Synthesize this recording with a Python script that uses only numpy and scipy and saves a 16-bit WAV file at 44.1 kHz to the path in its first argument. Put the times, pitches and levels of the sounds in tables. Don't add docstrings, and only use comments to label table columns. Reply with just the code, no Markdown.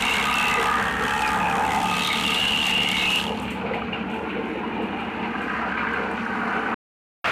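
import sys
import numpy as np
from scipy import signal
from scipy.fft import rfft, irfft, next_fast_len
from scipy.io import wavfile
from scipy.ndimage import uniform_filter1d, minimum_filter1d, map_coordinates

SR = 44100
rng = np.random.default_rng(int(sys.argv[2]) if len(sys.argv) > 2 else 0)


def bounce(signal):
    frames = np.transpose(np.atleast_2d(signal))
    limited = np.clip(frames, -1, 1)
    pcm = np.round(limited * 32767).astype(np.int16)
    wavfile.write(sys.argv[1], SR, pcm)


N = 322371
T = np.arange(N) / SR
HZ = np.fft.rfftfreq(next_fast_len(N + SR // 2), 1 / SR)
TOP_HZ = 14450


def amp(db):
    return 10 ** (np.asarray(db) / 20)


def unit(x):
    return x / np.sqrt(np.mean(x ** 2) + 1e-20)


def curves(rows):
    times, *columns = np.transpose(rows)
    return [np.interp(T, times, column) for column in columns]


def white(n=N):
    return rng.standard_normal(n)


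def wobble(per_s):
    return map_coordinates(white(int(N * per_s / SR) + 4), [T * per_s])


def filtered(x, response):
    size = 2 * (len(HZ) - 1)
    return irfft(rfft(x, size) * response, size)[:N]


def coloured(x, spectrum):
    hz, db = np.transpose(spectrum)
    return unit(filtered(x, amp(np.interp(np.log(HZ + 1), np.log(hz), db))))


def ring(x, hz, width_hz):
    mode = lambda w: 1j * HZ * w / (hz * hz - HZ * HZ + 1j * HZ * w)
    return unit(filtered(x, mode(width_hz) * mode(4 * width_hz)))


def glided(x, shift_hz):
    return np.real(signal.hilbert(x) * np.exp(2j * np.pi * np.cumsum(shift_hz) / SR))


def strokes(cycles, scatter_db, uneven_db=0):
    at = np.flatnonzero(np.diff(np.floor(cycles)) > 0)
    size_db = scatter_db * white(1024)[:len(at)] + uneven_db * (np.arange(len(at)) % 2)
    return np.bincount(at, amp(size_db), N)


def bursts(hits, rise_s, decay_s, floor):
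    t = T[:SR // 3]
    shape = (1 - np.exp(-t / rise_s)) * np.exp(-t / decay_s)
    return np.hypot(unit(signal.fftconvolve(hits, shape)[:N]), floor)


def swell(start_s, rise_s, fall_s, hold_s=0):
    age = np.maximum(T - start_s, 0)
    return (1 - np.exp(-age / rise_s)) * np.exp(-np.maximum(age - hold_s, 0) / fall_s)


def grains(per_s, spread_db):
    return unit(white() * amp(spread_db * np.clip(wobble(per_s), -2.5, 2.5)))


def rough_ping(t, hz, decay_s, jitter_rad):
    phase = 2 * np.pi * hz * t + np.cumsum(jitter_rad * white(len(t)))
    return np.sin(phase) * np.exp(-t / decay_s)


def fibres(hits, count, hz, spread_db, decay_s):
    at = np.repeat(np.flatnonzero(hits), count)
    lag, pitch, size = white((len(at), 3)).T
    t = T[:SR // 250]
    start = at + (np.abs(lag) * .0018 * SR).astype(int)
    pitch_hz = np.minimum(hz * np.exp(.36 * pitch), TOP_HZ)
    pings = np.sin(2 * np.pi * pitch_hz[:, None] * t) * np.exp(-t / decay_s)
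    pings *= (hits[at] * amp(spread_db * np.minimum(size, 2)))[:, None]
    samples = start[:, None] + np.arange(len(t))
    return unit(np.bincount(samples.ravel(), pings.ravel(), N)[:N])


# arrival and departure in seconds, then a gain in dB for each of PARTS.
PLACES = [(0, 1.28, -36.5, -30, -48, -75, -46.5, -44.5, -1),
          (1.5, 1.72, -30.5, -32.5, -43.5, -69.5, -45, -51.5, -3.5),
          (2.048, 3.953, -39, -40.5, -45, -62, -47, -50, 4.5),
          (4.207, 4.882, -38, -39.5, -35, -64.5, -54, -53, 2),
          (5.58, 6.0, -33, -30.5, -41, -56.5, -54, -50, 3),
          (6.15, 6.699, -34, -31.5, -40.5, -56, -55.5, -53.5, 3.5)]
PARTS = ["chute", "clatter", "tray", "chaff", "rotor", "crank", "tear"]


def heard_db(part):
    column = PARTS.index(part)
    path = [(s, gains[column]) for arrives, leaves, *gains in PLACES for s in (arrives, leaves)]
    return curves(path)[0]


# time in seconds, load in dB.
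FEED = [(0, -36.5), (.1, -34), (.22, -37.5), (.35, -36.5), (.53, -37), (.72, -41.5), (.85, -46.5),
        (.96, -51.5), (1.05, -46.5), (1.17, -44), (1.29, -41.5), (1.44, -49.5), (1.6, -44.5), (1.8, -43),
        (1.95, -39.5), (2.13, -38.5), (2.4, -36.5), (2.6, -43), (2.68, -35.5), (2.9, -42), (3.15, -40.5),
        (3.22, -47.5), (3.28, -57), (3.34, -69.5), (3.7, -59.5)]
FULL_FEED_DB = -40


def load_db():
    return curves(FEED)[0] - FULL_FEED_DB


def muffle_db():
    return np.interp(T, [3.1, 3.35], [-.5, 0])


# frequency in Hz, relative level in dB.
CRACKLE_SPECTRUM = [(2500, -39), (4200, -7), (5200, -2.5), (6500, -1), (8500, -1.5), (10500, -8.5),
                    (13000, -11), (15000, -9)]
TEAR_SPECTRUM = [(300, -11.5), (700, 8.5), (1400, 5), (2400, 4), (3200, 12), (3800, 2.5), (4400, 1),
                 (5200, -14.5), (8000, -33.5)]


def cutting(cuts):
    hits = strokes(cuts + .5 + .02 * wobble(70), scatter_db=1.8, uneven_db=2.7)
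    leafy = np.interp(T, [.6, 1, 2.9, 3.3], [.42, .66, .62, 1.5])
    bite = bursts(hits, rise_s=.0002, decay_s=.0032, floor=leafy)
    snaps = fibres(hits, count=3, hz=7500, spread_db=2.5, decay_s=.0004)
    crackle = coloured(grains(900, spread_db=2.3) * bite + .3 * snaps, CRACKLE_SPECTRUM)
    shear = bursts(hits, rise_s=.0003, decay_s=.0045, floor=.6)
    crunch = fibres(hits, count=2, hz=3700, spread_db=3, decay_s=.0012)
    tear = coloured(grains(600, spread_db=1.2) * shear + .25 * crunch, TEAR_SPECTRUM)
    crackle_db = -35.5 + load_db()
    tear_db = -32 + .66 * load_db() + heard_db("tear")
    surge = amp(1.2 * wobble(16))
    return surge * (amp(crackle_db) * crackle + amp(tear_db) * tear)


# frequency in Hz, width in Hz, blow-to-scrape weight.
BANDS = [(794, 36, 2.3), (854.4, 55.6, 1.82), (962, 70, 0.99), (1226, 28, 2.6), (1670, 92, 3.1),
         (1840, 60, 2), (2040, 130, 1.2), (2191, 150, 1.2), (2599, 66.5, 0.87), (2938, 86, 0.43),
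         (3044, 81, .9), (3750, 260, 0.19), (2765, 102, 0.5)]
BAND_DB = [-40.5, -35, -55.5, -40.5, -61.5, -60.5, -42, -40.5, -44, -46, -54, -45.5, -34.5]
BAND_GROWTH = [0.32, 0.46, 1.2, 0.3, 0.72, .7, 1.4, 2.8, 2.1, 2, 1.5, 2.5, 1.6]
# start in seconds, hold in seconds, rough pitch in Hz, relative level in dB.
BAND_SWELLS = [(0, 0.21, 2190, -26), (0, 0.79, 965, -32), (.06, 0.061, 2769, -19.5),
               (0.238, 0.54, 1232, -24.5), (0.284, 0.21, 2769, -23), (0.354, 0.19, 2580, -26),
               (0.44, 0.18, 2056, -25.5), (0.38, 0.31, 845, -30.5), (0.585, 0.55, 1680, -31.5),
               (0.722, 0.65, 1850, -34), (1, 0.27, 3080, -42.5), (1.188, 0.45, 1680, -33.5),
               (1.065, 0.45, 845, -28), (1.253, 0.18, 1232, -34), (1.085, 0.19, 2769, -34),
               (1.22, 0.062, 2769, -31), (1.39, 0.11, 2769, -31.5), (1.5, 0.086, 2769, -37.5),
               (1.555, 0.36, 845, -26), (1.499, 0.4, 795, -31), (1.675, 0.096, 2056, -34.5),
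               (1.84, 0.5, 1232, -31.5), (1.88, 0.13, 2580, -30), (1.995, 0.15, 3800, -30.5),
               (2.083, 0.025, 2190, -18.5), (2.228, 0.48, 2769, -21.5), (2.358, 0.25, 2960, -27),
               (2.657, 0.1, 2580, -32.5), (2.36, 0.11, 1680, -34), (2.619, 0.053, 3800, -40),
               (2.719, 0.082, 2769, -12), (2.779, 0.27, 2190, -25), (2.84, 0.33, 2769, -21.5),
               (2.96, 0.061, 3800, -28.5), (2.983, 0.2, 2580, -26), (3.06, 0.1, 2769, -17.5),
               (3.084, 0.094, 2960, -24), (3.2, 0.094, 2769, -35)]


def band_gains():
    gains = amp(np.array(BAND_DB)[:, None] + np.outer(BAND_GROWTH, load_db()))
    band_hz = np.array(BANDS)[:, 0]
    for start_s, hold_s, hz, db in BAND_SWELLS:
        nearest = np.argmin(np.abs(band_hz - hz))
        boost = amp(db) * swell(start_s, rise_s=.013, fall_s=.026, hold_s=hold_s)
        gains[nearest] = np.hypot(gains[nearest], boost)
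    return gains


# time in seconds, pitch in Hz.
THROAT_PITCH = [(0, 2810), (.3, 2730), (.45, 2710), (.9, 2650), (1.15, 2607), (1.27, 2500), (1.45, 2500),
                (1.62, 2550), (1.9, 2693), (2.3, 2791), (2.5, 2813), (2.66, 2775), (2.78, 2823),
                (3.02, 2825), (3.12, 2795), (3.3, 2824)]


def housing_and_rasp(cuts):
    blows = strokes(cuts + .5, scatter_db=1.3, uneven_db=3)
    scrape = bursts(blows, rise_s=.0002, decay_s=.003, floor=.45)
    *bands, throat = [gain * ring(weight * unit(blows) + scrape * white(), hz, width_hz)
                      for (hz, width_hz, weight), gain in zip(BANDS, band_gains())]
    shift_hz = curves(THROAT_PITCH)[0] - BANDS[-1][0] + 21 * wobble(50)
    passes = strokes(cuts + .5, scatter_db=2)
    contact = unit(bursts(passes, rise_s=.0002, decay_s=.0065, floor=.75))
    return amp(1) * sum(bands) + contact * glided(throat, shift_hz)


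# time in seconds, cuts per second.
CUT_RATE = [(0, 68.03), (0.4, 70.07), (0.6, 69.95), (1.1, 71.25), (1.4, 72.25), (1.8, 72.65), (2.15, 74.18),
            (2.4, 74.31), (2.85, 73.08), (3.2, 74.4), (3.8, 76.0), (4.5, 77.5), (5.5, 78.0), (6.7, 77.8)]
ROTOR_ORDERS_DB = [-1, -4, -2.5]
# frequency in Hz, relative level in dB.
DRAUGHT_SPECTRUM = [(15, -10), (35, -17.5), (70, 5.5), (130, 4), (300, -19), (800, -66)]
HUM_HZ, HUM_WIDTH_HZ, HUM_DB = 183.1, 4.1, -35


def rotor(cuts):
    angle = np.pi * cuts
    tones = sum(amp(db + 1.2 * wobble(3.7)) * np.sin(order * angle + rng.uniform(0, 2 * np.pi))
                for order, db in enumerate(ROTOR_ORDERS_DB, 2))
    turning_hz = curves(CUT_RATE)[0] / 2
    detune = (5 * turning_hz - HUM_HZ) / (HUM_WIDTH_HZ / 2)
    hum = amp(HUM_DB + 1.2 * wobble(6)) / np.hypot(1, detune) * np.sin(5 * angle)
    draught = coloured(white(), DRAUGHT_SPECTRUM)
    return amp(heard_db("rotor")) * (np.sqrt(2) * tones + draught) + np.sqrt(2) * hum


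# frequency in Hz, relative level in dB.
EXHAUST_SPECTRUM = [(25, -44), (60, -17), (98, -12.5), (130, -11), (165, -7), (200, 3), (260, 5),
                    (330, -10), (440, -12.5), (600, -30), (1200, -38.5), (3000, -69)]


def engine(firings):
    crank = np.sqrt(2) * amp(heard_db("crank") + wobble(4.1)) * np.sin(4 * np.pi * firings)
    pulses = strokes(firings, scatter_db=1.5)
    t = T[:SR // 8]
    walls = white(len(t)) * np.exp(-t / .019)
    exhaust = coloured(signal.fftconvolve(pulses, walls)[:N], EXHAUST_SPECTRUM)
    return crank + amp(-38.5 + muffle_db()) * exhaust


def steel_walls(x, decay_s, positions):
    t = T[:SR // 12]
    position = T / T[-1] * (positions - 1)
    out = np.zeros(N)
    for k in range(positions):
        echoes = white(len(t)) * np.exp(-t / decay_s)
        comb = .85 + .53 * rfft(echoes / np.linalg.norm(echoes), 2 * len(t))
        comb /= np.sqrt(uniform_filter1d(np.abs(comb) ** 2, size=50))
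        nearness = np.clip(1 - np.abs(position - k), 0, 1)
        out += nearness * signal.oaconvolve(x, irfft(comb)[:len(t)])[:N]
    return 1.135 * out


# start in seconds, hopper boom gain in dB, chute whoosh gain in dB.
CLUMPS = [(0.552, -23.5, -41.5), (.76, -31, -54.5), (.98, -27.5, -57), (1.52, -32.5, -41), (3.27, -28, -40),
          (3.632, -26, -37.5), (3.74, -48, -29.5), (4.14, -36.5, -48), (4.35, -27.5, -73), (4.6, -51, -56),
          (4.78, -31, -41), (5.05, -43, -36.5), (5.98, -27.5, -53), (6.54, -41.5, -49)]
# frequency in Hz, relative level in dB.
DRUM_SPECTRUM = [(20, -35.5), (45, -43.5), (70, -19.5), (110, -14.5), (150, -18.5), (178, -3.5), (200, 2),
                 (232, 4.5), (290, -5), (350, -17), (420, -33.5), (560, -28), (800, -57)]
CHUTE_SPECTRUM = [(350, -29), (540, -3), (650, -0.5), (750, 7.5), (840, 7.5), (1000, 2.5), (1150, -12),
                  (1500, -76)]
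CLATTER_SPECTRUM = [(700, -16), (1000, 5), (1300, 8), (1530, 5), (1750, 1.5), (2000, 0.5), (2500, -8),
                    (3500, -48)]
AIR_SPECTRUM = [(1200, -11), (1900, -3.5), (2350, 8), (2850, 7), (3050, 1.5), (3300, -6.5), (3700, -10.5),
                (4300, -17.5), (5200, -56), (8000, -59)]
CHAFF_SPECTRUM = [(2500, -7), (4300, 10.5), (5300, 0), (7000, -3), (9000, -10.5), (11000, -22.5),
                  (14500, -24.5)]


def running_noise(cuts, firings):
    boom, whoosh = sum(amp(gains_db)[:, None] * swell(start_s, rise_s=.018, fall_s=.06)
                       for start_s, *gains_db in CLUMPS)
    pulses = strokes(firings, scatter_db=10, uneven_db=-2.5)
    throb = bursts(pulses, rise_s=.0016, decay_s=.005, floor=14)
    passes = strokes(cuts, scatter_db=1.5, uneven_db=2)
    swish = bursts(passes, rise_s=.001, decay_s=.005, floor=2.2)
    drum = amp(-35 + muffle_db()) * coloured(white() * throb, DRUM_SPECTRUM)
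    hopper = (amp(-39.5 + 1.4 * wobble(7.7)) + boom) * ring(white(), hz=452.7, width_hz=49)
    tray = amp(heard_db("tray")) * ring(white(), hz=317.3, width_hz=55)
    chute_gain = amp(heard_db("chute") + 2.5 * wobble(15)) + whoosh
    chute = chute_gain * coloured(white() * swish, CHUTE_SPECTRUM)
    clatter_gain = amp(heard_db("clatter") + 1.7 * wobble(11))
    clatter = clatter_gain * coloured(grains(250, spread_db=1.5) * throb, CLATTER_SPECTRUM)
    air = amp(-41 + 1.3 * wobble(17)) * coloured(grains(250, spread_db=1.5) * swish, AIR_SPECTRUM)
    chaff_gain = amp(heard_db("chaff") + 1.005 * wobble(37))
    chaff = chaff_gain * coloured(grains(300, spread_db=1.5) * throb, CHAFF_SPECTRUM)
    hollow = steel_walls(chute + clatter + air, decay_s=.0069, positions=36)
    return drum + hopper + tray + chaff + hollow


# time in seconds, pitch in Hz, dB added to the clatter gain.
COVER_RING = [(5.2, 1560, -8), (5.45, 1570, -2.5), (5.82, 1580, -2), (6.1, 1510, -2), (6.7, 1530, -3)]


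def cover_rattle(firings):
    hz, db = curves(COVER_RING)
    jolts = strokes(firings + .12 * wobble(30), scatter_db=3)
    shaking = bursts(jolts, rise_s=.0004, decay_s=.005, floor=.55) * white()
    cover = ring(shaking, hz.mean(), width_hz=100)
    return amp(heard_db("clatter") + db) * glided(cover, hz - hz.mean())


# time in seconds, level in dB.
FLURRIES = [(3.3, -54.5), (3.6, -73), (3.95, -90.5), (4.2, -65), (4.4, -73), (4.52, -65), (4.72, -74.5),
            (5.0, -68.5), (5.3, -72.5), (5.55, -65.5), (5.7, -78), (6.3, -63), (6.7, -64.5)]
# frequency in Hz, relative level in dB.
RUSTLE_SPECTRUM = [(3500, -23), (5500, 2.5), (8200, -2.5), (10000, -1.5), (12000, -9.5), (14500, -13)]
# start in seconds, peak in dB, pitch in Hz.
TICKS = [(3.399, -36, 7630), (3.507, -39, 7610), (4.1, -50, 6310), (4.14, -49, 7270), (5.418, -47, 8300),
         (5.935, -47, 7500), (6.113, -44, 8430), (6.222, -47, 5820)]
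BITS_PER_S = 14


def loose_chaff():
    bits = (rng.random(N) < BITS_PER_S / SR) * amp(2 * np.clip(white(), -2, 2))
    patter = fibres(bits, count=3, hz=7500, spread_db=2, decay_s=.0009)
    rustle = coloured(grains(250, spread_db=1.6) + .25 * patter, RUSTLE_SPECTRUM)
    out = amp(curves(FLURRIES)[0] + .9 * wobble(29)) * rustle
    t = T[:SR // 50]
    for start_s, db, hz in TICKS:
        out[round(start_s * SR):][:len(t)] += amp(db) * rough_ping(t, hz, decay_s=.003, jitter_rad=.35)
    return out


# start in seconds, crack and crunch in dB before filtering, pitch in Hz.
SPLITS = [(0.2535, -22.5, -25, 3300), (0.312, -17.5, -28.5, 3320), (0.3407, -8, -24, 3400),
          (0.4265, -17.5, -27, 3200), (0.456, -12, -24.5, 3180), (0.483, -14.5, -27.5, 3320),
          (0.5128, -8.5, -21.5, 3420), (0.5405, -11.5, -25.5, 3300), (1.2768, -28, -18.5, 4960),
          (1.83, -14.5, -28, 3470), (1.938, -31, -16, 3600), (1.9922, -20.5, -22, 3600),
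          (2.0477, -13, -11.5, 3550), (2.0735, -9.5, -12, 3660), (2.129, -6, -9.5, 3530),
          (2.237, -20.5, -11, 3350), (2.264, -14.5, -16, 3540), (2.2774, -15, -8, 3600),
          (2.304, -19, -11.5, 3360), (2.3442, -12.5, -3, 3400), (2.481, -26, -10.5, 3660),
          (2.6274, -27, -13, 3560), (2.667, -10.5, -16.5, 3286), (2.833, -9.5, -13, 3480),
          (2.888, -6, -14.5, 3520), (2.9158, -10, -8, 3190), (2.97, -18, -11.5, 3780),
          (3.052, -27.5, -10.5, 3610), (3.159, -5, -11.5, 3270), (3.2, -27.5, -15.5, 3750),
          (3.279, -36, -31, 3500), (3.293, -37, -30, 3400), (3.345, -45.5, -37.5, 4050),
          (3.359, -43, -42, 4130), (3.373, -37.5, -35.5, 4250), (3.388, -37.5, -32.5, 4080)]


def stalk_splits():
    out, t = np.zeros(N), T[:SR // 25]
    for start_s, crack_db, crunch_db, hz in SPLITS:
        crack = white(len(t)) * np.exp(-t / .0008)
        crunch = rough_ping(t, hz, decay_s=.004, jitter_rad=.17) * (1 - np.exp(-t / .0005))
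        out[round(start_s * SR):][:len(t)] += amp(crack_db) * crack + amp(crunch_db) * crunch
    return filtered(out, np.interp(HZ, [1500, 3300, 8500, 14000], [.31, .65, .74, .24]))


# start in seconds, scrape gain in dB, spray gain in dB, ping in dB over the scrape gain.
STRAYS = [(3.412, -62, -45.5, -10.5), (3.476, -36, -70, -3.5), (3.499, -50.5, -45.5, -8),
          (3.655, -37, -69.5, -21.5), (3.733, -34.5, -56, -6.5), (3.925, -41, -82.5, 5),
          (4.098, -50, -57, -7.5), (4.14, -47, -57.5, -12.5), (4.29, -39.5, -68.5, -7.5),
          (4.815, -44.5, -57, 2), (4.99, -39, -59, 0), (5.226, -35.5, -69.5, -15), (5.415, -42, -55, -17),
          (5.77, -31.5, -66, -15), (5.925, -40, -57.5, -2), (6.11, -45, -57.5, -16),
          (6.53, -40.5, -68, -14)]
# frequency in Hz, relative level in dB.
SCRAPE_SPECTRUM = [(900, -8.5), (1700, 9), (2400, 22.5), (2850, 9.5), (3200, 5), (4500, -4), (6000, -39),
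                   (12000, -55)]
SPRAY_SPECTRUM = [(2500, -34.5), (4500, -9), (6500, -2.5), (8500, 3.5), (10500, -7), (14000, -4.5)]


def stray_pieces():
    scrape_gain, spray_gain, ping_gain = np.zeros((3, N))
    for start_s, scrape_db, spray_db, ping_db in STRAYS:
        contact = swell(start_s, rise_s=.0017, fall_s=.063)
        scrape_gain += amp(scrape_db) * contact
        ping_gain += amp(scrape_db + ping_db) * contact
        spray_gain += amp(spray_db) * swell(start_s, rise_s=.008, fall_s=.035)
    scrape = amp(1.5) * coloured(grains(500, spread_db=1.2), SCRAPE_SPECTRUM)
    ping = ring(white(), hz=2775, width_hz=160)
    spray = coloured(grains(700, spread_db=1.5), SPRAY_SPECTRUM)
    return scrape_gain * scrape + ping_gain * ping + spray_gain * spray


# start in seconds, gain in dB, pitch in Hz, decay in seconds.
KNOCKS = [(3.71, -22, 520, 0.031), (3.736, -21.5, 2000, .004), (3.742, -25, 827, .014),
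          (3.82, -20, 1190, .004), (3.929, -22, 2400, .006), (3.931, -23.5, 2800, 0.014),
          (4.011, -26, 2400, 0.0037), (4.135, -33, 1510, .008), (4.305, -32, 2830, .01),
          (4.372, -28, 2250, .004), (4.365, -22.5, 480, 0.018), (4.555, -24, 496, 0.016),
          (4.634, -22.5, 1020, 0.021), (4.765, -26.5, 860, .028), (4.727, -27, 2400, .006),
          (4.835, -33, 2830, 0.014)]
KNOCK_LOWPASS_HZ = 3900


def drum_knocks():
    out, t = np.zeros(N), T[:SR // 8]
    for start_s, db, hz, decay_s in KNOCKS:
        knock = rough_ping(t, hz, decay_s, jitter_rad=.07) * (1 - np.exp(-t / .0004))
        out[round(start_s * SR):][:len(t)] += amp(db) * knock
    return filtered(out, 1 / (1 + (HZ / KNOCK_LOWPASS_HZ) ** 8))


# frequency in Hz, relative level in dB.
FEED_SIDE_SPECTRUM = [(30, -25), (65, -8), (140, -7.5), (220, -7.5), (400, -7.5), (750, 0), (1050, -4.5),
                      (1250, 5), (1550, -0.5), (2600, -2), (3500, -14), (5500, -25), (9000, -36),
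                      (14000, -41)]


def feed_side():
    return amp(-20.5) * coloured(grains(300, spread_db=2), FEED_SIDE_SPECTRUM)


def scene():
    pause_start_s, pause_end_s = 6.744, 7.2435
    cuts = np.cumsum(curves(CUT_RATE)[0] * (1 + .002 * wobble(8))) / SR
    firings = .422 * cuts
    loaded = np.interp(T, [3.35, 3.7], [1, 0])
    chopping = loaded * (cutting(cuts) + housing_and_rasp(cuts))
    stalks = chopping + stalk_splits() + stray_pieces() + drum_knocks()
    machine = rotor(cuts) + engine(firings) + running_noise(cuts, firings) + cover_rattle(firings)
    at_hopper = stalks + machine + loose_chaff()
    before, after = uniform_filter1d(np.array([T < pause_start_s, T > pause_end_s], float), size=50)
    return (at_hopper * before + feed_side() * after)[None]


def record(dry):
    ceiling = .185
    needed = np.minimum(1, ceiling / (np.abs(dry) + 1e-9))
    gain = uniform_filter1d(minimum_filter1d(needed, size=45), size=31)
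    return filtered((dry * gain)[0], HZ < TOP_HZ)[None]


dry = scene()
out = record(dry)
bounce(out)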